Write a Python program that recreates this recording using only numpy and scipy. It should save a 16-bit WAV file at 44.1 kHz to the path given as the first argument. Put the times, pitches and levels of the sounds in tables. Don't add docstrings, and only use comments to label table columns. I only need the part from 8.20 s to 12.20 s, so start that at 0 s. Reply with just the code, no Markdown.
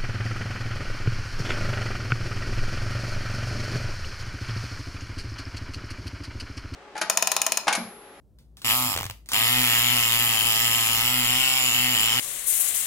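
import sys
import numpy as np
from scipy import signal
from scipy.fft import rfft, irfft, next_fast_len
from scipy.io import wavfile

SR = 44100
rng = np.random.default_rng(int(sys.argv[2]) if len(sys.argv) > 2 else 0)


def master(y):
    cut = np.clip(np.atleast_2d(y).T, -1, 1)
    pcm = np.round(cut * 32767)
    wavfile.write(sys.argv[1], SR, pcm.astype(np.int16))


N = 176400
T = np.arange(N) / SR
FFT_SIZE = next_fast_len(N + SR)
HZ = np.fft.rfftfreq(FFT_SIZE, 1 / SR)
BURST_START_S, BURST_END_S, RUN_START_S = .446, .748, 1.1335

# time in seconds, turns per second.
BURST_SPEED = [(0.446, 120.6), (.5, 104.5), (.55, 125), (.64, 126), (.69, 111), (.74, 89)]
RUN_SPEED = [(1.13, 90.7), (1.165, 108.4), (1.34, 124.1), (1.41, 124.9), (1.515, 115.6), (1.725, 122.7),
             (1.865, 114.8), (2.04, 118.7), (2.215, 107.5), (2.25, 121.0), (2.32, 109.7), (2.425, 118.2),
             (2.53, 113.3), (2.565, 118.4), (2.67, 109.9), (2.705, 118.1), (2.775, 113.0), (2.915, 125.2),
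             (2.985, 124.8), (3.055, 119.2), (3.195, 130.0), (3.37, 130.4), (3.475, 125.1), (3.51, 112.5),
             (3.545, 120.3), (3.65, 125.3), (3.72, 123.2), (3.79, 105.7), (3.86, 115.5), (3.895, 111.3),
             (4.0, 128.0)]
# frequency in Hz, gain in dB.
LOCK_SPECTRUM = [(300, -18), (780, 11.5), (1300, 12.5), (1600, -13), (2500, -32.5)]


def amp(db):
    return 10 ** (np.asarray(db) / 20)


def rms(x):
    return np.sqrt(np.mean(x ** 2) + 1e-20)


def fade(t, t60):
    return np.exp(-np.log(1000) * t / t60)


def over_frequency(points):
    hz, values = np.transpose(points)
    return np.interp(np.log(HZ + 1), np.log(hz + 1), values)


def over_time(rows):
    times, *columns = np.transpose(rows)
    return [np.interp(T, times, column) for column in columns]


def filtered(x, response):
    return irfft(rfft(x, FFT_SIZE) * response, FFT_SIZE)[..., :N]


def minimum_phase(points):
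    cepstrum = irfft(np.log(amp(over_frequency(points))), FFT_SIZE)
    cepstrum[1:FFT_SIZE // 2] *= 2
    cepstrum[FFT_SIZE // 2:] = 0
    return np.exp(rfft(cepstrum))


def ringing(x, t60, size=8192):
    decay = fade(T[:size], t60)
    window = np.sin(np.pi * np.arange(size) / size)
    padded = np.pad(x, [(0, 0), (size, size)])
    out = np.zeros((2, N + 4 * size))
    for i in range(0, N + size, size // 2):
        ring = rng.standard_normal((2, size)) * decay / np.linalg.norm(decay)
        out[:, i:i + 2 * size - 1] += signal.fftconvolve(padded[:, i:i + size] * window, ring, axes=1)
    return out[:, size:size + N]


def at_microphone(x, left_lead_s=.00013):
    # frequency in Hz, level of left over right in dB.
    balance = [(400, 1.5), (2300, 0), (2900, 7.5), (3700, 2.5), (4600, -0.5), (5400, -6.5), (7300, -8),
               (9600, 7.5), (11000, 4), (12200, -2), (13500, -7)]
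    side = np.array([[.5], [-.5]])
    time_shift = np.exp(2j * np.pi * HZ * side * left_lead_s)
    return filtered(x, amp(side * over_frequency(balance)) * time_shift)


def pulse_train(speed, start, until, hits, scatter_db, count=400):
    rate, = over_time(speed)
    turns = np.cumsum(rate) / SR
    turns -= np.interp(start, T, turns)
    out, taps = np.zeros(N), np.arange(-8, 9)
    for place, db, jitter_ms in hits:
        lateness, strength = rng.standard_normal((2, count))
        due = np.interp(np.arange(count) + place, turns, T)
        onset = due + lateness * jitter_ms / 1000
        gain = amp(db + scatter_db * strength) * (due < until) / np.sqrt(np.interp(onset, T, rate))
        index = np.round(onset * SR).astype(int)[:, None] + taps
        offset = index - onset[:, None] * SR
        shape = np.sinc(offset) * np.cos(np.pi * offset / (len(taps) + 1)) ** 2
        out += np.bincount(np.clip(index, 0, N - 1).ravel(), (gain[:, None] * shape).ravel(), N)
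    return out


def room_rumble():
    # frequency in Hz, gain in dB.
    spectrum = [(35, -53), (54, 3.5), (75, -16), (150, -16.5), (600, -35), (2000, -59), (16000, -59)]
    white = rng.standard_normal(N) + .44 * rng.standard_normal((2, N))
    noise = filtered(white, amp(over_frequency(spectrum)))
    return amp(-54) * noise / rms(noise)


def keyway_ticks():
    # start in seconds, relative level in dB.
    touches = [(0.187, -48.5), (0.37, -37.5), (0.418, -31.5), (1.06, -43), (1.089, -23.5), (1.118, -16)]
    # frequency in Hz, gain in dB.
    spectrum = [(300, -12.5), (900, -8), (3000, -7), (3800, -2), (7400, -10.5), (8600, -6.5),
                (16000, -13.5)]
    power = np.zeros(N)
    for start, db in touches:
        age = np.maximum(T - start, 0)
        decay = fade(age, t60=.0042) + amp(-8) * fade(age, t60=.22)
        power += (T >= start) * (amp(db) * decay) ** 2
    noise = filtered(rng.standard_normal(N), minimum_phase(spectrum))
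    return amp(-4.5) * at_microphone(np.sqrt(power) * noise / rms(noise))


def body_hum(cutoff_hz=700):
    # frequency in Hz, bandwidth in Hz, gain in dB.
    modes = [(84.6, 7.1, -2), (124.9, 22, 0.5), (249.2, 7.3, 3), (470, 120, -30)]
    # time in seconds, level in dB.
    levels = [(.6, -40.5), (1.3, -37), (3.1, -40), (3.3, -51), (3.6, -40)]
    shove = [(.05, 0, .21)]
    force = pulse_train(BURST_SPEED, BURST_START_S, BURST_END_S, shove, scatter_db=4)
    force += pulse_train(RUN_SPEED, RUN_START_S, T[-1], shove, scatter_db=2)
    response = sum(amp(db) * 1j * HZ * width / (hz ** 2 - HZ ** 2 + 1j * HZ * width)
                   for hz, width, db in modes)
    hum = filtered(force, response / (1 + (HZ / cutoff_hz) ** 4))
    return amp(over_time(levels)[0]) * at_microphone(hum / rms(hum[T > RUN_SPEED[0][0]]))


def coasting_strokes(rebound_s=.011, rebound_db=-2, thump_hz=102):
    # start in seconds, then relative levels of clack, thud and thump in dB.
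    strokes = [(0.7514, -27, -26, -36), (0.763, -21, -32, -44), (0.776, -20.5, -34, -34),
               (.792, -26, -27, -38), (.8095, -25, -27, -33), (.8305, -23.5, -25.5, -40),
               (.854, -26.5, -40, -29.5), (.8985, -26.5, -36, -35)]
    # frequency in Hz, gain in dB.
    clack_spectrum = [(300, -6.5), (2500, 0), (10000, -9.5), (16000, -8)]
    envelope, blows, thump = np.zeros((3, N))
    for start, clack_db, thud_db, thump_db in strokes:
        for onset, db in (start, clack_db), (start + rebound_s, clack_db + rebound_db):
            envelope += (T >= onset) * amp(db) * fade(np.maximum(T - onset, 0), t60=.013)
        blows[round(start * SR)] = amp(thud_db)
        age = np.maximum(T - start, 0)
        thump += amp(thump_db) * np.sin(2 * np.pi * thump_hz * age) * fade(age, t60=.098)
    noise = filtered(rng.standard_normal(N), minimum_phase(clack_spectrum))
    clack = envelope * noise / rms(noise)
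    lock = minimum_phase(LOCK_SPECTRUM)
    thud = filtered(blows, lock) / abs(irfft(lock)).max()
    return at_microphone(amp(1.5) * clack + amp(1) * thud + amp(2) * thump)


def contact(hits, spectrum, burst_db, run_levels, scatter_db, chatter_db, chatter_t60,
            ring_db, ring_t60, burst_hits=None):
    blows = pulse_train(BURST_SPEED, BURST_START_S, BURST_END_S, burst_hits or hits, scatter_db)
    blows += pulse_train(RUN_SPEED, RUN_START_S, T[-1], hits, scatter_db)
    power_decay = fade(T[:SR // 8], chatter_t60) ** 2
    envelope = np.sqrt(abs(signal.fftconvolve(blows ** 2, power_decay / power_decay.sum())[:N]))
    rebounds = (rng.standard_normal(N) + rng.standard_normal((2, N))) / np.sqrt(2)
    force = blows + amp(chatter_db) * envelope * rebounds
    vibration = force + amp(ring_db) * ringing(force, ring_t60)
    sound = at_microphone(filtered(vibration, minimum_phase(spectrum)))
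    in_burst = (T > BURST_START_S) & (T < BURST_END_S)
    in_run = T > (BURST_END_S + RUN_START_S) / 2
    mid = sound.mean(0)
    run_gain = amp(over_time(run_levels)[0]) / rms(mid[in_run])
    return sound * np.where(in_run, run_gain, amp(burst_db) / rms(mid[in_burst]))


def lock_thud(burst_db):
    # place in turns, strength in dB, jitter in ms.
    run_hits = [(0.6715, 4, 0.021), (0.015, -5, 0.073)]
    burst_hits = [(.05, 0, .02)]
    # time in seconds, relative level in dB.
    run_levels = [(1.14, -38.5), (3.98, -41.5), (4.0, -48)]
    return contact(run_hits, LOCK_SPECTRUM, burst_db, run_levels, scatter_db=.8,
                   chatter_db=-20, chatter_t60=.025, ring_db=-15, ring_t60=.02, burst_hits=burst_hits)


def pin_knock(burst_db):
    # place in turns, strength in dB, jitter in ms.
    hits = [(.01, 0, .012), (.13, -8, .09), (.55, -14, .08)]
    # frequency in Hz, gain in dB.
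    spectrum = [(500, -31.5), (2100, -1), (3300, 0), (4600, -12.5), (8000, -36)]
    # time in seconds, relative level in dB.
    run_levels = [(1.4, -31), (2.2, -34)]
    return contact(hits, spectrum, burst_db, run_levels, scatter_db=1.2,
                   chatter_db=-11, chatter_t60=.014, ring_db=-11, ring_t60=.02)


def needle_note(burst_db):
    # place in turns, strength in dB, jitter in ms.
    hits = [(.03, 0, .022), (.56, -14, .08)]
    # frequency in Hz, gain in dB.
    spectrum = [(2200, -31), (2830, -1.5), (3030, 2.5), (3700, -35.5)]
    # time in seconds, relative level in dB.
    run_levels = [(1.14, -36), (1.15, -35), (4.0, -32.5)]
    return contact(hits, spectrum, burst_db, run_levels, scatter_db=1.2,
                   chatter_db=-10, chatter_t60=.014, ring_db=-16, ring_t60=.02)


def return_ring(burst_db):
    # place in turns, strength in dB, jitter in ms.
    hits = [(.08, 0, .3), (.54, -2, .1)]
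    # frequency in Hz, gain in dB.
    spectrum = [(3000, -18), (5200, -6.5), (6200, -18), (7100, -4.5), (7500, -1.5), (8100, -14),
                (12000, -31)]
    # time in seconds, relative level in dB.
    run_levels = [(2.8, -33), (3.2, -32)]
    return contact(hits, spectrum, burst_db, run_levels, scatter_db=.5,
                   chatter_db=1, chatter_t60=.016, ring_db=-2, ring_t60=.018)


def tip_scrape(burst_db):
    # place in turns, strength in dB, jitter in ms.
    hits = [(.07, 0, .2), (.16, -1, .25), (.58, -7, .15)]
    # frequency in Hz, gain in dB.
    spectrum = [(1500, -23), (4000, -10), (6300, -12.5), (8500, -18.5), (9700, -3), (12500, -3),
                (14000, -3), (16000, -12)]
    # time in seconds, relative level in dB.
    run_levels = [(1.14, -29), (2.51, -29.5), (4.0, -32)]
    return contact(hits, spectrum, burst_db, run_levels, scatter_db=1,
                   chatter_db=10, chatter_t60=.0048, ring_db=-1, ring_t60=.049)


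def needle_rattle():
    # time in seconds, then relative levels of thud, knock, note, ring and scrape in dB.
    burst_levels = [(.45, -41, -39.5, -37, -34, -32.5), (.51, -36, -30.5, -31.5, -30.5, -27),
                    (.58, -34.5, -39.5, -46.5, -34, -28), (.74, -38, -39.5, -52, -39, -35.5)]
    thud_db, knock_db, note_db, ring_db, scrape_db = over_time(burst_levels)
    return (amp(1.5) * lock_thud(thud_db) + amp(1) * pin_knock(knock_db)
            + amp(.5) * (needle_note(note_db) + return_ring(ring_db) + tip_scrape(scrape_db)))


def scene():
    steel = needle_rattle() + coasting_strokes() + keyway_ticks()
    return steel + amp(-9) * ringing(steel, t60=.3) + body_hum() + room_rumble()


def record(dry, top_hz=15850, edge_hz=200):
    return filtered(dry, np.clip((top_hz - HZ) / edge_hz + .5, 0, 1))


dry = scene()
out = record(dry)
master(out)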